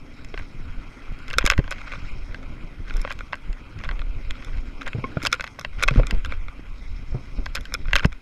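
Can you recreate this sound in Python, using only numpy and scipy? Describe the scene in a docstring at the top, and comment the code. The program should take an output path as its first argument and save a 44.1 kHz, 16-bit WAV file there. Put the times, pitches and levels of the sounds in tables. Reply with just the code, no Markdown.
"""Fast mountain bike descent, from the chest

A dirt trail, heard from the rider's chest by one microphone inside a small camera case on a strap.
Air buffets the microphone as shaped noise; below, tyre knobs drone and grit hisses through the case.
The drivetrain whirrs thinly in narrow bands, and one stone pings off a tube as three ringing modes.
Closest are the jolts, decaying swings of the strap, and the camera knocking and rattling in its
mount: rough contacts that ring the modes of the case."""
import sys
import numpy as np
from scipy import signal
from scipy.fft import rfft, irfft
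from scipy.io import wavfile
from scipy.ndimage import uniform_filter1d

SR = 44100
rng = np.random.default_rng(int(sys.argv[2]) if len(sys.argv) > 2 else 0)


def rack_gain(trim_db):
    """Turn a fader trim in dB into the linear factor to multiply a signal by."""
    fader = np.asarray(trim_db, float)
    return 10 ** (fader / 20)


def materialize(psi):
    """Save the field psi as 16-bit PCM at rate SR to the path in sys.argv[1].

    A 1-D psi becomes a single channel; in a 2-D psi each row is a channel.
    """
    bounded = np.clip(np.atleast_2d(psi).T, -1, 1)
    quanta = np.round(bounded * 32767).astype(np.int16)
    wavfile.write(sys.argv[1], SR, quanta)


N = 362061   # length in samples

# Air on the microphone, before its drifts. Each row: time in seconds, buffeting in dB, shudder in dB.
AIR_LEVELS = [(0.0, -36.5, -51.5), (0.41, -22, -41), (0.84, -39, -51), (1.62, -17, -41), (1.67, -30, -48),
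              (1.94, -25.5, -43), (3.54, -32.5, -46), (3.77, -38.5, -44), (3.95, -19.5, -44.5),
              (4.78, -30, -49), (5.14, -31, -38), (5.58, -38, -47), (5.97, -20, -42), (6.65, -31, -52.5),
              (7.43, -29, -40.5), (7.7, -37.5, -46), (8.05, -15.5, -39), (8.21, -45, -64)]
# Spectrum of the buffeting. Each row: frequency in Hz, relative density in dB per Hz.
BUFFET_SPECTRUM = [(12, -2), (20, -1), (30, -1.5), (49, -15), (100, -22), (130, -59), (220, -120)]
# Tyres rolling, before their drifts. Each row: time in seconds, tyre drone in dB, grit hiss in dB.
ROLLING_LEVELS = [(0.0, -50, -54), (1.92, -53, -46), (2.4, -47.5, -52.5), (3.31, -55, -51),
                  (4.89, -46.5, -50.5), (5.17, -45, -47), (5.35, -56.5, -50), (5.69, -54.5, -53),
                  (5.99, -47.5, -43.5), (6.24, -50, -50.5), (6.81, -57, -52.5), (7.52, -52, -51),
                  (8.21, -57, -55)]
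# The case as the hiss excites it. Each row: frequency in Hz, width in Hz, relative level in dB.
HISS_RESONANCES = [(596, 250, -4), (1007, 397, 4), (1444, 230, 7.5), (2045, 208, 7), (2418, 346, 6.5),
                   (3275, 170, -2), (3630, 200, -6.5), (4460, 2700, -15), (6680, 460, -15),
                   (7450, 250, -29), (9500, 2100, -35), (12300, 2400, -59.5)]
# Narrow bands of the drivetrain. Each row: frequency in Hz, width in Hz, relative level in dB.
WHIRR_BANDS = [(3795, 150, 10), (5315, 280, 9), (7560, 260, -2), (6020, 3600, -20)]
# Spells of drivetrain whirr. Each row: start in seconds, length in seconds, level in dB.
WHIRR_SPELLS = [(0.048, 0.63, -69), (1.801, 0.52, -65.5), (2.9, 0.3, -67), (4.25, 1.4, -70),
                (5.798, 0.15, -56.5), (6.749, 1.33, -68.5)]
# Modes of the tube that the stone hits. Each row: frequency in Hz, level in dB, t60 in seconds.
TUBE_MODES = [(460, -23, .03), (1070, -21, .07), (2200, -21, .03)]
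# Jolts through the strap. Each row: start in seconds, level in dB before rise and decay,
# frequency in Hz, t60 in seconds.
STRAP_JOLTS = [(0.341, -26, 410, 0.027), (1.119, -21.5, 107, 0.036), (1.365, -19, 70, 0.07),
               (1.6, -20.5, 400, 0.034), (1.442, -10.5, 283, 0.016), (1.444, -4.5, 29, 0.1214),
               (1.589, -3, 134, 0.035), (1.584, -4.5, 40, 0.071), (2.945, -10.5, 27.2, 0.25),
               (3.491, -16.5, 29.7, 0.25), (7.12, -8.5, 27, 0.063), (7.385, -13.5, 30, 0.2),
               (7.385, -29, 259, 0.089), (6.021, -35, 230, 0.064), (6.31, -33.5, 230, .06),
               (5.041, -22, 260, 0.058), (3.899, -16, 31.7, 0.34), (4.948, -16.5, 122, 0.11),
               (4.984, -17.5, 127.8, 0.1), (5.17, -10, 142, 0.039), (5.169, -22, 625, 0.025),
               (5.235, -20.5, 280, 0.031), (5.911, -12, 132, 0.11), (5.959, -10.5, 229, 0.046),
               (5.852, -12, 26.74, 0.25), (5.973, -2.5, 36, 0.28), (5.979, -5, 122.5, 0.0872),
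               (6.133, -6.5, 29, 0.15), (5.997, -5.5, 516, 0.018), (6.126, -15.5, 190, 0.035),
               (6.594, -24, 274, 0.018), (7.145, -15.5, 126, 0.13), (7.94, -7.5, 32.1, 0.16),
               (8.05, -9.5, 60, 0.086), (8.053, 5, 161, 0.022)]
# Rough stretches with light rattling. Each row: start in seconds, length in seconds, level in dB.
ROUGH_STRETCHES = [(0.366, 0.065, -42.5), (1.017, 0.074, -48), (1.275, 0.051, -44), (1.388, 0.045, -29.5),
                   (1.439, 0.042, -24), (1.507, 0.031, -25), (1.707, 0.029, -41), (1.766, 0.054, -42),
                   (1.872, 0.089, -37.5), (2.288, 0.16, -49.5), (2.87, 0.26, -40.5), (3.784, 0.039, -42),
                   (3.835, 0.053, -41), (3.929, 0.084, -46), (4.3, 0.29, -46), (4.806, 0.024, -39),
                   (4.859, 0.033, -28), (5.199, 0.068, -34), (5.332, 0.036, -35), (5.461, 0.045, -51),
                   (5.783, .055, -32), (5.886, 0.025, -28), (5.937, 0.071, -36), (6.145, 0.075, -55),
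                   (6.289, 0.061, -38.5), (7.563, 0.023, -34), (7.88, 0.044, -34.5), (7.954, 0.055, -27.5),
                   (8.023, 0.031, -26)]
# Camera knocking in its mount. Each row: time in seconds, strength in dB, treble in dB relative to it.
MOUNT_KNOCKS = [(0.247, -38, 1.5), (0.341, -10, -45), (0.376, -26, -14), (0.391, -36.5, -6),
                (1.125, -51, 3), (1.189, -49, 5), (1.281, -37, 1), (1.302, -26, -9), (1.31, -27, -15),
                (1.3313, -23.5, -5), (1.338, -21, -11), (1.384, -4.5, -0.5), (1.3893, -16, -7),
                (1.441, -29, -10), (1.453, -23, 5), (1.463, -6.5, -5), (1.4741, -12, -9), (1.5003, -6, -5),
                (1.5123, -11, -8), (1.519, -13, -12), (1.532, -39, -2), (1.5784, -20, -6),
                (1.5924, -25, -11), (1.6416, -36, -6), (1.678, -23, -25), (1.7087, -29.5, 4.5),
                (1.7133, -14.5, -33), (1.7165, -27.5, -5), (1.7228, -22.5, -9), (1.728, -31.5, -6),
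                (1.9248, -26, -14), (2.345, -22, -23.5), (2.9073, -21.5, -23), (2.9392, -32.5, -7),
                (2.967, -41.5, 10), (3.015, -38.5, 9), (3.049, -11, -39), (3.0753, -19.5, -30),
                (3.1028, -38, -2), (3.1064, -20.5, -23), (3.115, -24, -8), (3.124, -31.5, -1.5),
                (3.133, -43, -3), (3.190, -33.5, -2), (3.2069, -21, -26), (3.3257, -25.5, -19),
                (3.331, -13.5, -24), (3.341, -20.5, -24), (3.3547, -38.5, -1), (3.529, -37, -6),
                (3.789, -41.5, -2), (3.8375, -21.5, -19), (3.845, -29, -11), (3.851, -27, -27),
                (3.8901, -19, -17), (3.912, -20.5, -21), (3.993, -34, -10), (4.0172, -26, -19),
                (4.308, -30, -3), (4.447, -33, -1), (4.811, -31, -11), (4.8178, -22, -17),
                (4.830, -43, 3.5), (4.8652, -22.5, -14), (4.8693, -12, -41), (4.877, -23.5, -9),
                (4.9312, -25, -23), (5.046, -9, -58), (5.1707, -11, -48), (5.2275, -34, 4),
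                (5.234, -29.5, 2), (5.242, -37, 6), (5.251, -14, -6), (5.2598, -18, -12),
                (5.263, -14, -1.5), (5.269, -15, 3), (5.317, -32, -1), (5.325, -23, -9),
                (5.328, -6.5, -5.5), (5.338, -27, -1), (5.342, -19.5, -12), (5.350, -29, -6),
                (5.3968, -17, -25), (5.4082, -20.5, -6), (5.4238, -37, -6), (5.441, -18, -10),
                (5.4668, -30, -12), (5.476, -31, -6), (5.589, -14, -39.5), (5.5944, -29, 2.5),
                (5.6117, -29.5, -1), (5.6482, -14.5, -20), (5.813, -26, -14), (5.8253, -11, -20),
                (5.828, -22, 5), (5.8333, -23, 4), (5.8361, -7.5, -5.5), (5.8792, -7, -18),
                (5.8843, -8, -12), (5.8904, -18, -25), (5.958, -16, -35), (5.9724, -24.5, -13),
                (5.993, -27, -16), (5.9985, -16, -45), (6.0327, -18, -34), (6.069, -22.5, -2.5),
                (6.1, -18, -29), (6.1091, -22, 0), (6.148, -39, -6), (6.248, -27, -2), (6.259, -26.5, -8.5),
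                (6.322, -16, -24.5), (6.483, -25, -22), (7.4592, -24.5, -8), (7.4631, -21.5, -18),
                (7.551, -22.5, 1), (7.5548, -19.5, 0), (7.562, -22, -8), (7.575, -21, -25),
                (7.609, -36.5, 1.5), (7.654, -28, -5.5), (7.722, -25, -26), (7.7402, -16, 0.5),
                (7.7484, -15, -16), (7.855, -30, -29), (7.932, -10, -10), (7.9553, -7, -4),
                (7.9625, -7.5, -7), (7.9761, -16.5, -19), (7.985, -16, -10), (7.995, -16, -19),
                (8.028, -18, -44), (8.044, -31, -3), (8.057, -28.5, 3.5), (8.1212, -37, -10),
                (8.1272, -34, -6.5)]
# Modes of the camera case. Each row: frequency in Hz, relative level in dB, t60 in seconds.
CASE_MODES = [(550, -15, 0.027), (1130, -7.5, 0.016), (1496, -2.5, 0.021), (2110, 0.5, 0.011),
              (2573, -2, 0.016), (3294, -1, 0.0089), (4200, -1.5, 0.0043), (5140, -4.5, 0.009),
              (6250, -3, 0.004), (6980, -2.5, 0.0032), (9170, -12, 0.0031), (9330, -12, 0.0028),
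              (11710, -8, 0.0055), (13300, -11, 0.003)]

LUMP_DB, LUMPS_HZ = 4.5, 3.7     # slow drift of the buffeting
EDDY_DB, EDDIES_HZ = 2.5, 17     # quick eddies lift lumps and shudder together
SCUFF_DB, SCUFF_FADE_S = -17.5, 0.008   # extra grit hiss, relative to the level of a rough stretch
WHIRR_REST_DB, WHIRR_FADE_S = -74, 0.2
PING_S = 5.041
JOLT_RISE_CYCLES = 0.094         # time constant of the push
RATTLES_PER_S, RATTLE_SPREAD_DB = 85, 9   # touches fall up to this far above or below
RATTLE_SHARPEST_DB, RATTLE_DULLEST_DB = -9.5, -32.5   # treble relative to the touch
RATTLE_DULL_GAIN = 0.23          # dB louder per dB of lost treble
CONTACT_GRIT, CONTACT_GRIT_S = 0.18, 0.0003   # grains just after the contact; both grow when it skids
CRACK_DB, CRACK_LOW_HZ, CRACK_HIGH_HZ = -6, 2000, 8500   # bare snap beside the ringing


def rms_one(x):
    """Scale to rms 1."""
    return x / np.sqrt(np.mean(x ** 2) + 1e-20)


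def in_time(rows):
    """Each level column of a curve, interpolated sample by sample."""
    s, *columns = np.transpose(rows)
    return [np.interp(np.arange(N) / SR, s, c) for c in columns]


def drift(rate_hz):
    """Slow chance with spread 1: two-pole filtered noise, made at every 40th sample."""
    r = np.exp(-2 * np.pi * rate_hz * 40 / SR)
    slow = signal.lfilter([1], [1, -2 * r, r * r], rng.standard_normal(N // 40 + 2002))[2000:]
    return np.interp(np.arange(N) / 40, np.arange(len(slow)), rms_one(slow))


def band(x, low_hz, high_hz, order=2):
    """Butterworth band-pass."""
    return signal.sosfilt(signal.butter(order, [low_hz, high_hz], "band", fs=SR, output="sos"), x)


def low_pass(x, cut_hz, order):
    """Butterworth low-pass."""
    return signal.sosfilt(signal.butter(order, cut_hz, fs=SR, output="sos"), x)


def ring(clicks, hz, t60):
    """A unit click sets a decaying sine of height 1 ringing."""
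    r = rack_gain(-60 / (max(t60, .002) * SR))
    w = 2 * np.pi * hz / SR
    return signal.lfilter([0, np.sin(w)], [1, -2 * r * np.cos(w), r * r], clicks + 1e-18)


def resonances(x, peaks, patchy_db):
    """Parallel resonances, signs alternating, each flickering on its own; rms 1."""
    out = 0
    for k, (hz, width_hz, db) in enumerate(peaks):
        r = np.exp(-np.pi * width_hz / SR)
        poles = [1, -2 * r * np.cos(2 * np.pi * hz / SR), r * r]
        one = signal.lfilter([1 - r * r, 0, r * r - 1], poles, x)
        out = out + (-1) ** k * rack_gain(db + patchy_db * drift(13.0)) * one
    return rms_one(out)


def spells(rows, fade_s):
    """Gain over time from rows (start, length, dB), each fading in and out."""
    t = np.arange(N) / SR
    gain = 0
    for s, length, db in rows:
        inside = np.minimum(t - s, s + length - t)
        gain = gain + rack_gain(db) * np.clip(inside / fade_s + .5, 0, 1)
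    return gain


def preamplifier_hiss():
    """Steady electronic noise of the microphone preamplifier."""
    return rack_gain(-76) * rms_one(band(rng.standard_normal(N), 5000, 12000))


def air():
    """Turbulence at the microphone port: slow lumps, and a faster shudder above them."""
    buffet_db, shudder_db = in_time(AIR_LEVELS)
    hz = np.fft.rfftfreq(N, 1 / SR) + 1   # keeps the logarithm finite
    at_hz, density_db = np.transpose(BUFFET_SPECTRUM)
    shape = rack_gain(np.interp(np.log(hz), np.log(at_hz), density_db))
    lumps = irfft(rfft(rng.standard_normal(N)) * shape, N)
    # evened out, so that the gusts set the height, not chance
    lumps /= np.sqrt(uniform_filter1d(lumps ** 2, size=9000) + np.mean(lumps ** 2))
    shudder = rms_one(band(rng.standard_normal(N), 21, 132.4)) * rack_gain(3.3 * drift(25.0))
    gust = rack_gain(buffet_db + LUMP_DB * drift(LUMPS_HZ)) * lumps + rack_gain(shudder_db) * shudder
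    return rack_gain(EDDY_DB * drift(EDDIES_HZ)) * gust


def grit():
    """Dense grains of uneven size and bunching, over smooth noise."""
    sizes = rack_gain(5.5 * np.minimum(rng.exponential(1, N), 3)) * rng.choice([-1, 1], N)
    grains_per_s = 1200 * rack_gain(5.0 * drift(20))
    grains = sizes * (rng.random(N) < grains_per_s / SR)
    return 0.74 * rms_one(grains) + rng.standard_normal(N)


def drivetrain(crunch):
    """A thin whirr: the crunch of the grit through narrow bands, stronger in spells."""
    whirr = resonances(band(crunch, 1940, 8200), WHIRR_BANDS, patchy_db=2.5)
    level = rack_gain(WHIRR_REST_DB) + spells(WHIRR_SPELLS, WHIRR_FADE_S)
    return level * rack_gain(2.5 * drift(50)) * whirr


def tyre_drone():
    """Knobs drone near 270 Hz, with a wider band of noise around them."""
    drone_db, _ = in_time(ROLLING_LEVELS)
    knobs = band(rng.standard_normal(N), 226.0, 301.6)
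    drone = rms_one(knobs + 0.3 * band(rng.standard_normal(N), 240, 606))
    return rack_gain(drone_db + 2.0 * drift(15.0)) * drone


def tyre_hiss(crunch):
    """Grit crunches through the resonances of the case, swelling in the rough stretches."""
    _, hiss_db = in_time(ROLLING_LEVELS)
    level = rack_gain(hiss_db) + rack_gain(SCUFF_DB) * spells(ROUGH_STRETCHES, SCUFF_FADE_S)
    return level * resonances(crunch, HISS_RESONANCES, patchy_db=2.0)


def stone_ping():
    """A stone hits a tube: one blunt click rings its modes."""
    click = np.zeros(N)
    click[round(PING_S * SR)] = 1
    click = low_pass(click, 3500, order=2)
    return sum(rack_gain(db) * ring(click, hz, t60) for hz, db, t60 in TUBE_MODES)


def jolts():
    """A soft push sets the strap swinging, with a crunch of webbing above it."""
    out, t = np.zeros(N + SR), np.arange(SR // 2) / SR
    crunch = rms_one(band(rng.standard_normal(N + SR), 94, 507))
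    for s, db, hz, t60 in STRAP_JOLTS:
        span = slice(round(s * SR), round(s * SR) + len(t))
        webbing = rack_gain(-17.5) * np.clip(hz / 100, 0, 1) * crunch[span]   # less in slow swings
        swing = np.sin(2 * np.pi * hz * t) + webbing
        rise = 1 - np.exp(-t * hz / JOLT_RISE_CYCLES)
        out[span] += swing * rack_gain(db - 60 * t / t60) * rise
    return out[:N]


def rattle():
    """Light touches, unevenly spaced through each rough stretch: rows like those of MOUNT_KNOCKS."""
    rows = []
    for start, length, db in ROUGH_STRETCHES:
        draw = rng.random((24, 3))[:max(round(length * RATTLES_PER_S), 2)]
        slots = (np.arange(len(draw)) + draw[:, 0]) / len(draw)
        treble_db = RATTLE_SHARPEST_DB + (RATTLE_DULLEST_DB - RATTLE_SHARPEST_DB) * draw[:, 2]
        touch_db = db + RATTLE_SPREAD_DB * (2 * draw[:, 1] - 1) - RATTLE_DULL_GAIN * treble_db
        rows += zip(start + length * slots, touch_db, treble_db)
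    return rows


def contacts(treble_db, skid, t):
    """Forces of the knocks: a rough contact, longer when dull, with loose parts chattering around it."""
    rough = rng.standard_normal((len(treble_db), len(t)))
    fade_db = np.where(t < 0, -44 + 60 * t / 0.02, -33 - 60 * t / 0.032)
    chatter = rough * rack_gain(fade_db + 7 * rng.standard_normal(rough.shape))
    grains = np.sqrt(skid) * rough * np.exp(-np.abs(t) / (CONTACT_GRIT_S * skid))
    contact = (t == 0) + (t > 0) * CONTACT_GRIT * grains
    contact /= np.sqrt(np.sum(contact ** 2, axis=1, keepdims=True))
    sharp = contact + chatter * rack_gain(2.0 - 60 * np.abs(t) / 0.045)   # duller away from the contact
    contact_s = 2.5e-5 * rack_gain(-.4 * treble_db[:, None])
    after = np.maximum(t, 0) / contact_s
    pulse = after * np.exp(-after)
    soft = signal.fftconvolve(contact + chatter, pulse[:, SR // 60:], axes=1)[:, :len(t)]
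    return sharp, soft / np.sum(pulse, axis=1, keepdims=True)


def knocks():
    """The camera knocks and rattles in its mount: each contact rings the case and snaps by itself."""
    s, strength_db, treble_db = np.transpose(MOUNT_KNOCKS + rattle())
    t = np.arange(-SR // 60, SR // 30) / SR
    at = (np.round(s * SR).astype(int)[:, None] + np.arange(len(t)) - SR // 60).ravel()
    skid = rack_gain(2 * np.maximum(treble_db, 0))[:, None]   # the brightest touches skid instead of landing
    sharp, soft = contacts(treble_db, skid, t)
    chance = rng.standard_normal((len(s), len(CASE_MODES)))
    spot = rng.integers(0, 3, len(s))   # the case is held at three spots, each shifting its modes

    def placed(forces):
        return np.bincount(at, forces.ravel(), N + len(t))[:N]

    body, treble = np.zeros(N), np.zeros(N)
    for k, (hz, db, t60) in enumerate(CASE_MODES):
        bright, sign = hz > 4200, (-1) ** k
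        tilt_db = bright * treble_db * (hz / 5200) ** .4
        strength = rack_gain(strength_db + db + tilt_db + 2 * chance[:, k]) * sign
        for place in range(3):
            force = placed(((spot == place) * strength)[:, None] * (sharp if bright else soft))
            shift = (.05 - .03 * bright) * (place - 1) * sign
            rung = ring(force, hz * (1 + shift), t60)
            if bright:
                treble += rung
            else:
                body += rung
    crack = placed(rack_gain(strength_db + treble_db + CRACK_DB)[:, None] * np.sqrt(skid) * sharp)
    ringing = band(body, 330, 13000) + band(treble, 2400, 16000)
    return ringing + band(crack, CRACK_LOW_HZ, CRACK_HIGH_HZ, order=1)


def scene():
    """Everything reaches one microphone inside the case."""
    crunch = grit()
    rolling = drivetrain(crunch) + tyre_drone() + tyre_hiss(crunch)
    return (air() + rolling + stone_ping() + jolts() + knocks())[None]


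def gain_control(heard):
    """Ducks after peaks above -9 dB, by 0.28 dB per dB over, then recovers at 30 dB per second."""
    over_db = 0.28 * np.maximum(20 * np.log10(np.abs(heard[0]) + 1e-9) + 9, 0)
    release_db = 30 * np.arange(N) / SR
    duck_db = np.maximum.accumulate(over_db + release_db) - release_db
    slow = np.exp(-1 / (0.018 * SR))   # smoothed over 18 ms
    return heard * rack_gain(-signal.lfilter([1 - slow], [1, -slow], duck_db))


def band_limit(x):
    """A steep low-pass at the top of the band."""
    return signal.sosfilt(signal.butter(12, 16120, fs=SR, output="sos"), x)


def record(dry):
    """The sealed port dulls the top, the preamplifier hisses, gain control ducks, loud peaks round off."""
    dull = low_pass(dry, 10760, order=6)
    ducked = gain_control(dull + preamplifier_hiss())
    finished = ducked / (1 + ducked ** 6) ** (1 / 6)   # soft limit at full scale
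    return band_limit(finished)


dry = scene()
out = record(dry)
materialize(out)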